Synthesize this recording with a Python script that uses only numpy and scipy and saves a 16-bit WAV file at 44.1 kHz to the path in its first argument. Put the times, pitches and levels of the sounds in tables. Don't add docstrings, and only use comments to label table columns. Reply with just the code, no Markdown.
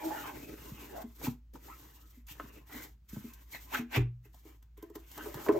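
import sys
import numpy as np
from scipy import signal
from scipy.fft import rfft, irfft, next_fast_len
from scipy.io import wavfile
from scipy.ndimage import uniform_filter1d, map_coordinates

SR = 44100
rng = np.random.default_rng(int(sys.argv[2]) if len(sys.argv) > 2 else 0)


def log_audio(samples):
    frames = np.atleast_2d(samples).T
    limited = np.clip(frames, -1, 1)
    pcm = np.round(limited * 32767).astype(np.int16)
    wavfile.write(sys.argv[1], SR, pcm)


N = 246519
TIME = np.arange(N) / SR
RING_TIME = np.arange(int(SR * .6)) / SR

# f/Hz, level/dB
SKIN_HISS = [(1500, -35), (3200, -3), (4700, -5.5), (6500, -1), (8500, 0), (11000, -1), (13500, 7),
             (16000, -8.5)]


def amp(db):
    return 10 ** (np.asarray(db) / 20)


def unit(x):
    return x / np.sqrt(np.mean(x ** 2) + 1e-20)


def along(points, hz):
    f, value = np.transpose(points)
    return np.interp(np.log(hz + 0.0011), np.log(f), value)


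def wobble(rate):
    return map_coordinates(rng.standard_normal(int(N * rate / SR) + 4), [TIME * rate])


def filtered(x, response):
    n = x.shape[-1]
    padded = next_fast_len(n + 8192)
    hz = np.fft.rfftfreq(padded, 1 / SR)
    return irfft(rfft(x, padded) * response(hz), padded)[..., :n]


def spread(mid, side):
    # f/Hz, level/dB
    side_spectrum = [(60, -38), (150, -12), (310, -12.5), (430, -4), (580, 2.5), (900, -2), (2000, -8),
                     (4000, -0.5), (6200, -5), (10000, -51.5), (15000, -7)]
    side = filtered(side, lambda hz: amp(along(side_spectrum, hz)))
    return np.array([mid + side, mid - side])


def coloured(pair, spectrum):
    return unit(spread(*filtered(pair, lambda hz: amp(along(spectrum, hz)))))


def add(track, start, peak_db, sound):
    part = track[round(start * SR):][:len(sound)]
    part += amp(peak_db) * sound[:len(part)] / np.abs(sound).max()


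def background(hum_hz, hum_db, air_db):
    # f/Hz, level/dB
    room_tone = [(20, -9), (36, -24), (50, 5), (58, 0), (66, 2.5), (78, -11), (110, -7.5), (250, -24.5),
                 (500, -40), (1500, -42.5), (5000, -48.5), (16000, -48)]
    hum = np.sin(2 * np.pi * hum_hz * TIME + 0.17 * wobble(2.1)) * amp(0.43 * wobble(6))
    air = coloured(rng.standard_normal((2, N)), room_tone)
    return amp(hum_db) * unit(hum) + amp(air_db) * air


def reverberation(x):
    # f/Hz, T60/s
    decay_times = [(100, 0.22), (400, 0.19), (2500, 0.22), (6000, 0.16), (14000, 0.05)]
    hz, t, noise = signal.stft(rng.standard_normal((2, SR // 2)), SR, nperseg=256)
    decay = amp(-60 * t / along(decay_times, hz)[:, None])
    tail = signal.istft(noise * decay, SR, nperseg=256)[1]
    delayed = np.pad(x, (round(.003 * SR), 0))[None]
    return spread(*signal.fftconvolve(delayed, tail / np.linalg.norm(tail[0]), axes=1)[:, :N])


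def friction(grain_db, judder_db):
    return rng.standard_normal((2, N)) * amp(grain_db * wobble(900) + judder_db * wobble(55))


def push(reached, rise, hold, db, swell_db, rise_db=25, release_db_per_s=324.5):
    t = TIME - reached
    onset = rise_db * np.minimum(t / rise, 0)
    swell = swell_db * np.clip(t / hold, 0, 1)
    release = release_db_per_s * np.maximum(t - hold, 0)
    return amp(db + onset + swell - release)


def hand_cavity(x, depth_db):
    spectra = signal.stft(x, nperseg=512)[2]
    knots = rng.standard_normal(spectra.shape[1:])
    spacing = np.array([3, 13])[:, None, None]
    resonances = map_coordinates(knots, np.indices(knots.shape) / spacing, order=1)
    return signal.istft(spectra * amp(depth_db * resonances), nperseg=512)[1][:, :N]


def rubbing():
    # full pressure t/s, rise/s, hold/s, hiss level/dB, swell/dB,
    # scrape re hiss/dB, drag re hiss/dB
    strokes = [ (0.029, 0.18, .26, -51.5, 0.5, -1, -6.5), (0.359, 0.11, 0.36, -56, -3.5, -2.5, 6),
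               (0.762, 0.18, 0.26, -55.5, 0, -3.5, -3), (1.098, 0.04, .08, -75.5, -19, 1, -19),
               (1.226, 0.1, .022, -48.5, 8, -10.5, -5), (1.536, 0.0065, 0.023, -65.5, 4, -7, 8.5),
               (1.642, 0.06, 0.54, -57, -11, -6, -5.5), (2.285, 0.02, .032, -50.5, -1.5, -11, -39),
               (2.38, 0.099, .2, -63, 1, 0, 5), (2.729, 0.069, 0.12, -49.5, -1, -2, -6),
               (3.091, .012, .012, -57.5, 2, -9.5, -40), (3.152, 0.084, 0.27, -58, -6.5, -4, -7.5),
               (3.527, 0.071, 0.21, -51, -9.5, -8, -8.5), (4.252, 0.031, 0.011, -65.5, -0.5, -2, -7.5),
               (4.333, .015, .06, -68, 2, -13, -26), (4.468, 0.069, 0.12, -60.5, -18.5, -1, 1.5),
               (4.628, 0.0087, 0.0066, -66, -16.5, 6.5, -1), (4.773, 0.0076, .255, -69, -24, 1, -5),
               (4.958, 0.02, .012, -53, -20.5, 3.5, -4.5), (5.173, 0.21, 0.3, -53.5, 2, -2.5, -6.5),
               (5.523, 0.028, .06, -59.5, -0.5, -0.5, 10.5)]
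    # f/Hz, level/dB
    board_spectrum = [(250, -37), (550, -9), (900, 4.5), (1300, 2), (1700, 2), (2100, 2), (2800, -2),
                      (3700, -12.5), (8000, -79)]
    # f/Hz, level/dB
    pages_spectrum = [(60, -8), (110, -2), (200, -6), (290, 3.5), (430, -4.5), (600, -13), (1100, -30.5)]
    hiss, scrape, drag = np.zeros((3, N))
    for *movement, scrape_db, drag_db in strokes:
        pressure = push(*movement)
        hiss += pressure
        scrape += pressure * amp(scrape_db)
        drag += pressure * amp(drag_db)
    slips = friction(grain_db=2.0, judder_db=1.64)
    cupped = hand_cavity(slips, depth_db=5.2)
    unsteady_pressure = amp(1.04 * wobble(18))
    skin = hiss * coloured(friction(grain_db=0.5, judder_db=2.53), SKIN_HISS)
    board = scrape * coloured(cupped, board_spectrum)
    pages = drag * amp(2.8 * wobble(18)) * coloured(slips[::-1], pages_spectrum)
    return unsteady_pressure * (skin + board + pages)


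def swishes(rounding_s=0.0051):
    # peak t/s, level/dB, rise/s, fall/s, relative hiss level/dB
    brushes = [(1.26, -46.5, 0.026, 0.058, 3.5), (3.551, -54, 0.063, 0.098, 0),
               (3.747, -39.5, 0.057, 0.096, -2.5), (3.776, -43.5, .03, 0.046, -6.5),
               (3.926, -49.5, 0.027, 0.058, -1.5), (3.964, -32, 0.056, 0.062, -11.5)]
    # f/Hz, level/dB
    board_spectrum = [(150, -26), (250, 4), (579, -7.5), (781, 1), (1360, -4.5), (1550, -1.5), (1860, -3.5),
                      (2540, 0.5), (2930, -10), (4240, -20.5), (4890, -41), (5720, -23.5), (7500, -29),
                      (9750, -66), (16500, -120)]
    board, paper = np.zeros((2, N))
    for peak, db, rise, fall, hiss_db in brushes:
        from_peak = np.hypot(TIME - peak, rounding_s) - rounding_s
        speed = amp(db - 32 * from_peak / np.where(TIME < peak, rise, fall))
        board += speed
        paper += speed * amp(hiss_db)
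    slips = friction(grain_db=2, judder_db=1.5)
    return board * coloured(slips, board_spectrum) + paper * coloured(slips, SKIN_HISS)


def squeaks(octave_db=-13, arch=0.291):
    # t/s, duration/s, midway f/Hz, last over first pitch, level/dB, bandwidth over pitch
    glides = [(0.021, 0.078, 319, 1.02, -35.5, 0.02), (.1, 0.058, 837, 1.1, -42.5, 0.056),
              (0.123, 0.12, 1447, .96, -48, 0.1), (0.223, 0.087, 1068, 0.72, -47, 0.29),
              (0.712, .2, 2593, .7, -63, 0.21), (0.902, 0.068, 398, 1.13, -49, 0.18),
              (0.921, 0.13, 680, 1.1, -47.5, 0.38), (0.949, .09, 1038, 1.3, -55, 0.15),
              (1.233, .035, 2600, 1.62, -49.5, 0.056), (1.669, .08, 1134, 1.9, -52.5, 0.23),
              (2.27, 0.076, 2765, 1.2, -56.5, .35), (2.679, 0.18, 2027, 1.09, -57.5, 0.11),
              (3.528, 0.048, 2013, 0.84, -45, 0.11), (3.716, 0.028, 920, 1.6, -47, 0.15),
              (3.734, 0.0345, 1657, 1.18, -32.5, 0.37), (3.927, 0.059, 2480, 1.4, -37, 0.5)]
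    out = np.zeros((2, N))
    for start, length, hz, glide, db, width in glides:
        progress = np.linspace(0, 1, round(length * SR))
        pitch = hz * glide ** (progress - .5 - arch * (2 * progress - 1) ** 2)
        noise = rng.standard_normal((2, 2, SR // 2))
        slips = filtered(noise, lambda f: 1 / (1 + (2 * f / (width * hz)) ** 2))[..., :len(progress)]
        band = (slips[0] + 1j * slips[1]) * np.exp(2j * np.pi * np.cumsum(pitch) / SR)
        tones = band.real + amp(octave_db) * np.abs(band) * np.cos(2 * np.angle(band))
        envelope = amp(db) * np.sin(np.pi * progress)
        out[:, round(start * SR):][:, :len(progress)] += envelope * np.array([unit(x) for x in tones])
    return spread(*out)


def panel_hum(pushes, modes):
    def response(f):
        return sum((-1) ** k * amp(db) * 1j * f * width / (hz * hz - f * f + 1j * f * width)
                   for k, (hz, width, db) in enumerate(modes))

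    hum = spread(*filtered(friction(grain_db=2, judder_db=2), response))
    running_rms = np.sqrt(np.abs(uniform_filter1d((hum ** 2).mean(0), size=900)) + 1e-12)
    return sum(push(*row) for row in pushes) * hum / running_rms


def case_slides():
    # full speed t/s, rise/s, hold/s, level/dB, swell/dB
    pushes_in = [(.035, 0.085, 0.043, -42.5, 0.5), (.108, .012, 0.054, -45, 2), (.2, 0.045, 0.13, -54.5, 2)]
    pushes_out = [(5.275, 0.071, 0.0084, -44.5, 0.5), (5.37, 0.05, 0.082, -49, -11),
                  (5.492, 0.019, .01, -24.5, -15), (5.555, 0.074, 0.024, -32, 1)]
    # f/Hz, bandwidth/Hz, level/dB
    modes_in = [(340, 38, -3), (612, 75, -8), (841, 26, 2.5), (960, 12, -3.5), (1430, 150, -19),
                (2510, 38, -28)]
    modes_out = [(343, 39, 4.5), (424, 51, 0.5), (507, 74, -9.5), (607, 54, -2), (1000, 73, -11),
                 (2020, 290, -34.5)]
    return panel_hum(pushes_in, modes_in) + panel_hum(pushes_out, modes_out)


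def burst(response, t60, attack):
    noise = filtered(rng.standard_normal(len(RING_TIME)), response)
    return noise * amp(-60 * RING_TIME / t60) * (1 - np.exp(-RING_TIME / attack))


def tick():
    return burst(lambda hz: amp(along(SKIN_HISS, hz)), t60=0.039, attack=0.0007)


def clack(pitch, t60):
    # frequency over pitch, level/dB
    edge_spectrum = [(.18, -6.5), (.33, 3), (.7, 0.5), (1, 8), (1.35, -2.5), (1.9, -13.5), (2.6, -18.5),
                     (4.5, -34.5)]
    return burst(lambda hz: amp(along(edge_spectrum, hz / pitch)), t60, attack=0.0004)


def cover_taps():
    # t/s, peak level/dB, f/Hz, T60/s
    edge_strikes = [(.105, -35, 840, .18), (1.214, -38.5, 940, 0.048), (1.268, -32, 900, 0.057),
                    (1.555, -44, 1060, 0.034), (2.398, -28.5, 1290, 0.051), (2.696, -46.5, 1120, 0.068),
                    (3.162, -48.5, 1070, 0.046), (3.546, -38.5, 2030, .05), (4.342, -55, 710, 0.052),
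                    (5.486, -25.5, 1720, 0.026)]
    # t/s, peak level/dB
    catches = [(1.5366, -50), (2.268, -44.5), (3.1617, -50.5), (3.335, -41.5), (4.344, -49.5), (4.626, -53),
               (5.114, -40.5)]
    out = np.zeros(N)
    for start, db, pitch, t60 in edge_strikes:
        add(out, start, db, clack(pitch, t60))
    for start, db in catches:
        add(out, start, db, tick())
    return out


def ring(modes, attack, vary_db):
    hz, db, t60 = np.transpose(modes)[:, :, None]
    strength = amp(db + vary_db * rng.standard_normal(hz.shape))
    partials = strength * amp(-60 * RING_TIME / t60) * np.sin(2 * np.pi * hz * RING_TIME)
    return partials.sum(0) * (1 - np.exp(-RING_TIME / attack)) ** 2


def case_knocks(panel_lag_s=0.00303):
    # t/s, peak ring level/dB, clack re ring/dB, tick re ring/dB
    knocks = [(4.252, -56, -37, -10), (4.45, -48, -22, -10), (4.775, -49.5, -29, -1.5),
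              (4.825, -37.5, -15, -7.5), (4.899, -43, -18, -10), (4.954, -37, -7.5, -2.5),
              (5.177, -43, 4, 7), (5.258, -37, -1.5, -6), (5.342, -50, 12, 16.5), (5.372, -41.5, -1.5, -12),
              (5.463, -39.5, 10.5, -6), (5.488, -13, -13.5, -29), (5.548, -35.5, -19.5, -30)]
    # f/Hz, level/dB, T60/s
    case_modes = [(320.7, -13, 0.2), (338, -3.5, 0.19), (405.7, 1.5, 0.08), (417, -10, 0.065),
                  (581, -10.5, 0.037), (660, -29, 0.45), (965, -15.5, .05), (1008, -18.5, 0.084)]
    out = np.zeros(N)
    for start, db, edge_db, tick_db in knocks:
        add(out, start, db + tick_db, tick())
        add(out, start, db + edge_db, clack(pitch=1004, t60=0.1))
        add(out, start + panel_lag_s, db, ring(case_modes, attack=.0012, vary_db=abs(db) / 18))
    return out


def book_thuds(nudge_lag_s=.005):
    # t/s, peak level/dB, f/Hz, T60/s, cabinet re book/dB
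    bumps = [(0.718, -37.5, 198, 0.045, 0.5), (1.04, -36, 231, 0.13, -27), (1.273, -26, 245, 0.11, -1),
             (1.546, -45.5, 293, 0.038, -9), (2.172, -51, 245, 0.12, -17), (2.305, -62, 298, 0.12, 13.5),
             (2.438, -45.5, 233, 0.084, -1), (2.751, -41, 249, 0.11, -24), (3.131, -35.5, 205, 0.045, -17),
             (3.167, -31.5, 210, 0.05, -5.5), (3.242, -36, 230.4, 0.12, -13), (3.789, -29, 239, 0.21, -19),
             (5.347, -54.5, 240, 0.2, 17.5)]
    # frequency ratio, level/dB, T60 ratio
    book_modes = [(.6, 4, 0.14), (0.999, 4, 0.94), (1.35, -13.5, 0.89), (1.8, -16.5, 1)]
    # f/Hz, level/dB, T60/s
    nudge_modes = [(75, -9.5, 0.11), (108, -7.5, 0.089), (136, 3.5, 0.047)]
    # t/s, peak level/dB
    landing = [(3.968, -21.5), (3.976, -15.5)]
    # f/Hz, level/dB, T60/s
    top_modes = [(49.3, -4.5, 0.45), (89, 0, 0.11), (119.9, -4, 0.41), (173, -25, 0.54), (256, -17, 0.14),
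                 (298, -7.5, 0.16), (340.7, -6, 0.16), (393, -7.5, 0.12), (463, -22, 0.057)]
    out = np.zeros(N)
    for start, db, hz, t60, cabinet_db in bumps:
        add(out, start, db, ring(np.array(book_modes) * [hz, 1, t60], attack=.0022, vary_db=1.5))
        add(out, start + nudge_lag_s, db + cabinet_db, ring(nudge_modes, attack=.002, vary_db=5.0))
    for start, db in landing:
        add(out, start, db, ring(top_modes, attack=0.00083, vary_db=1.2))
    return out


def scene():
    rub = rubbing() + swishes() + squeaks() + case_slides()
    book, case, taps = book_thuds(), case_knocks(), cover_taps()
    echo = reverberation(amp(-11.5) * rub.mean(0) + amp(-10.5) * (book + case) + amp(-12) * taps)
    return rub + book + case + taps + echo + background(hum_hz=56, hum_db=-57.5, air_db=-62.5)


def record(dry, low_hz=38, top_hz=15900):
    # f/Hz, phase/rad
    port_phase = [(5800, 0), (8000, 1.8), (9000, 2.85), (11000, 3.4), (12200, 4.2), (14500, 6.28)]

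    def ports(hz):
        return np.exp(.5j * np.outer([1, -1], along(port_phase, hz))) * (hz < top_hz)

    high_pass = signal.butter(7, low_hz, "high", fs=SR, output="sos")
    return filtered(signal.sosfilt(high_pass, dry), ports)


dry = scene()
out = record(dry)
log_audio(out)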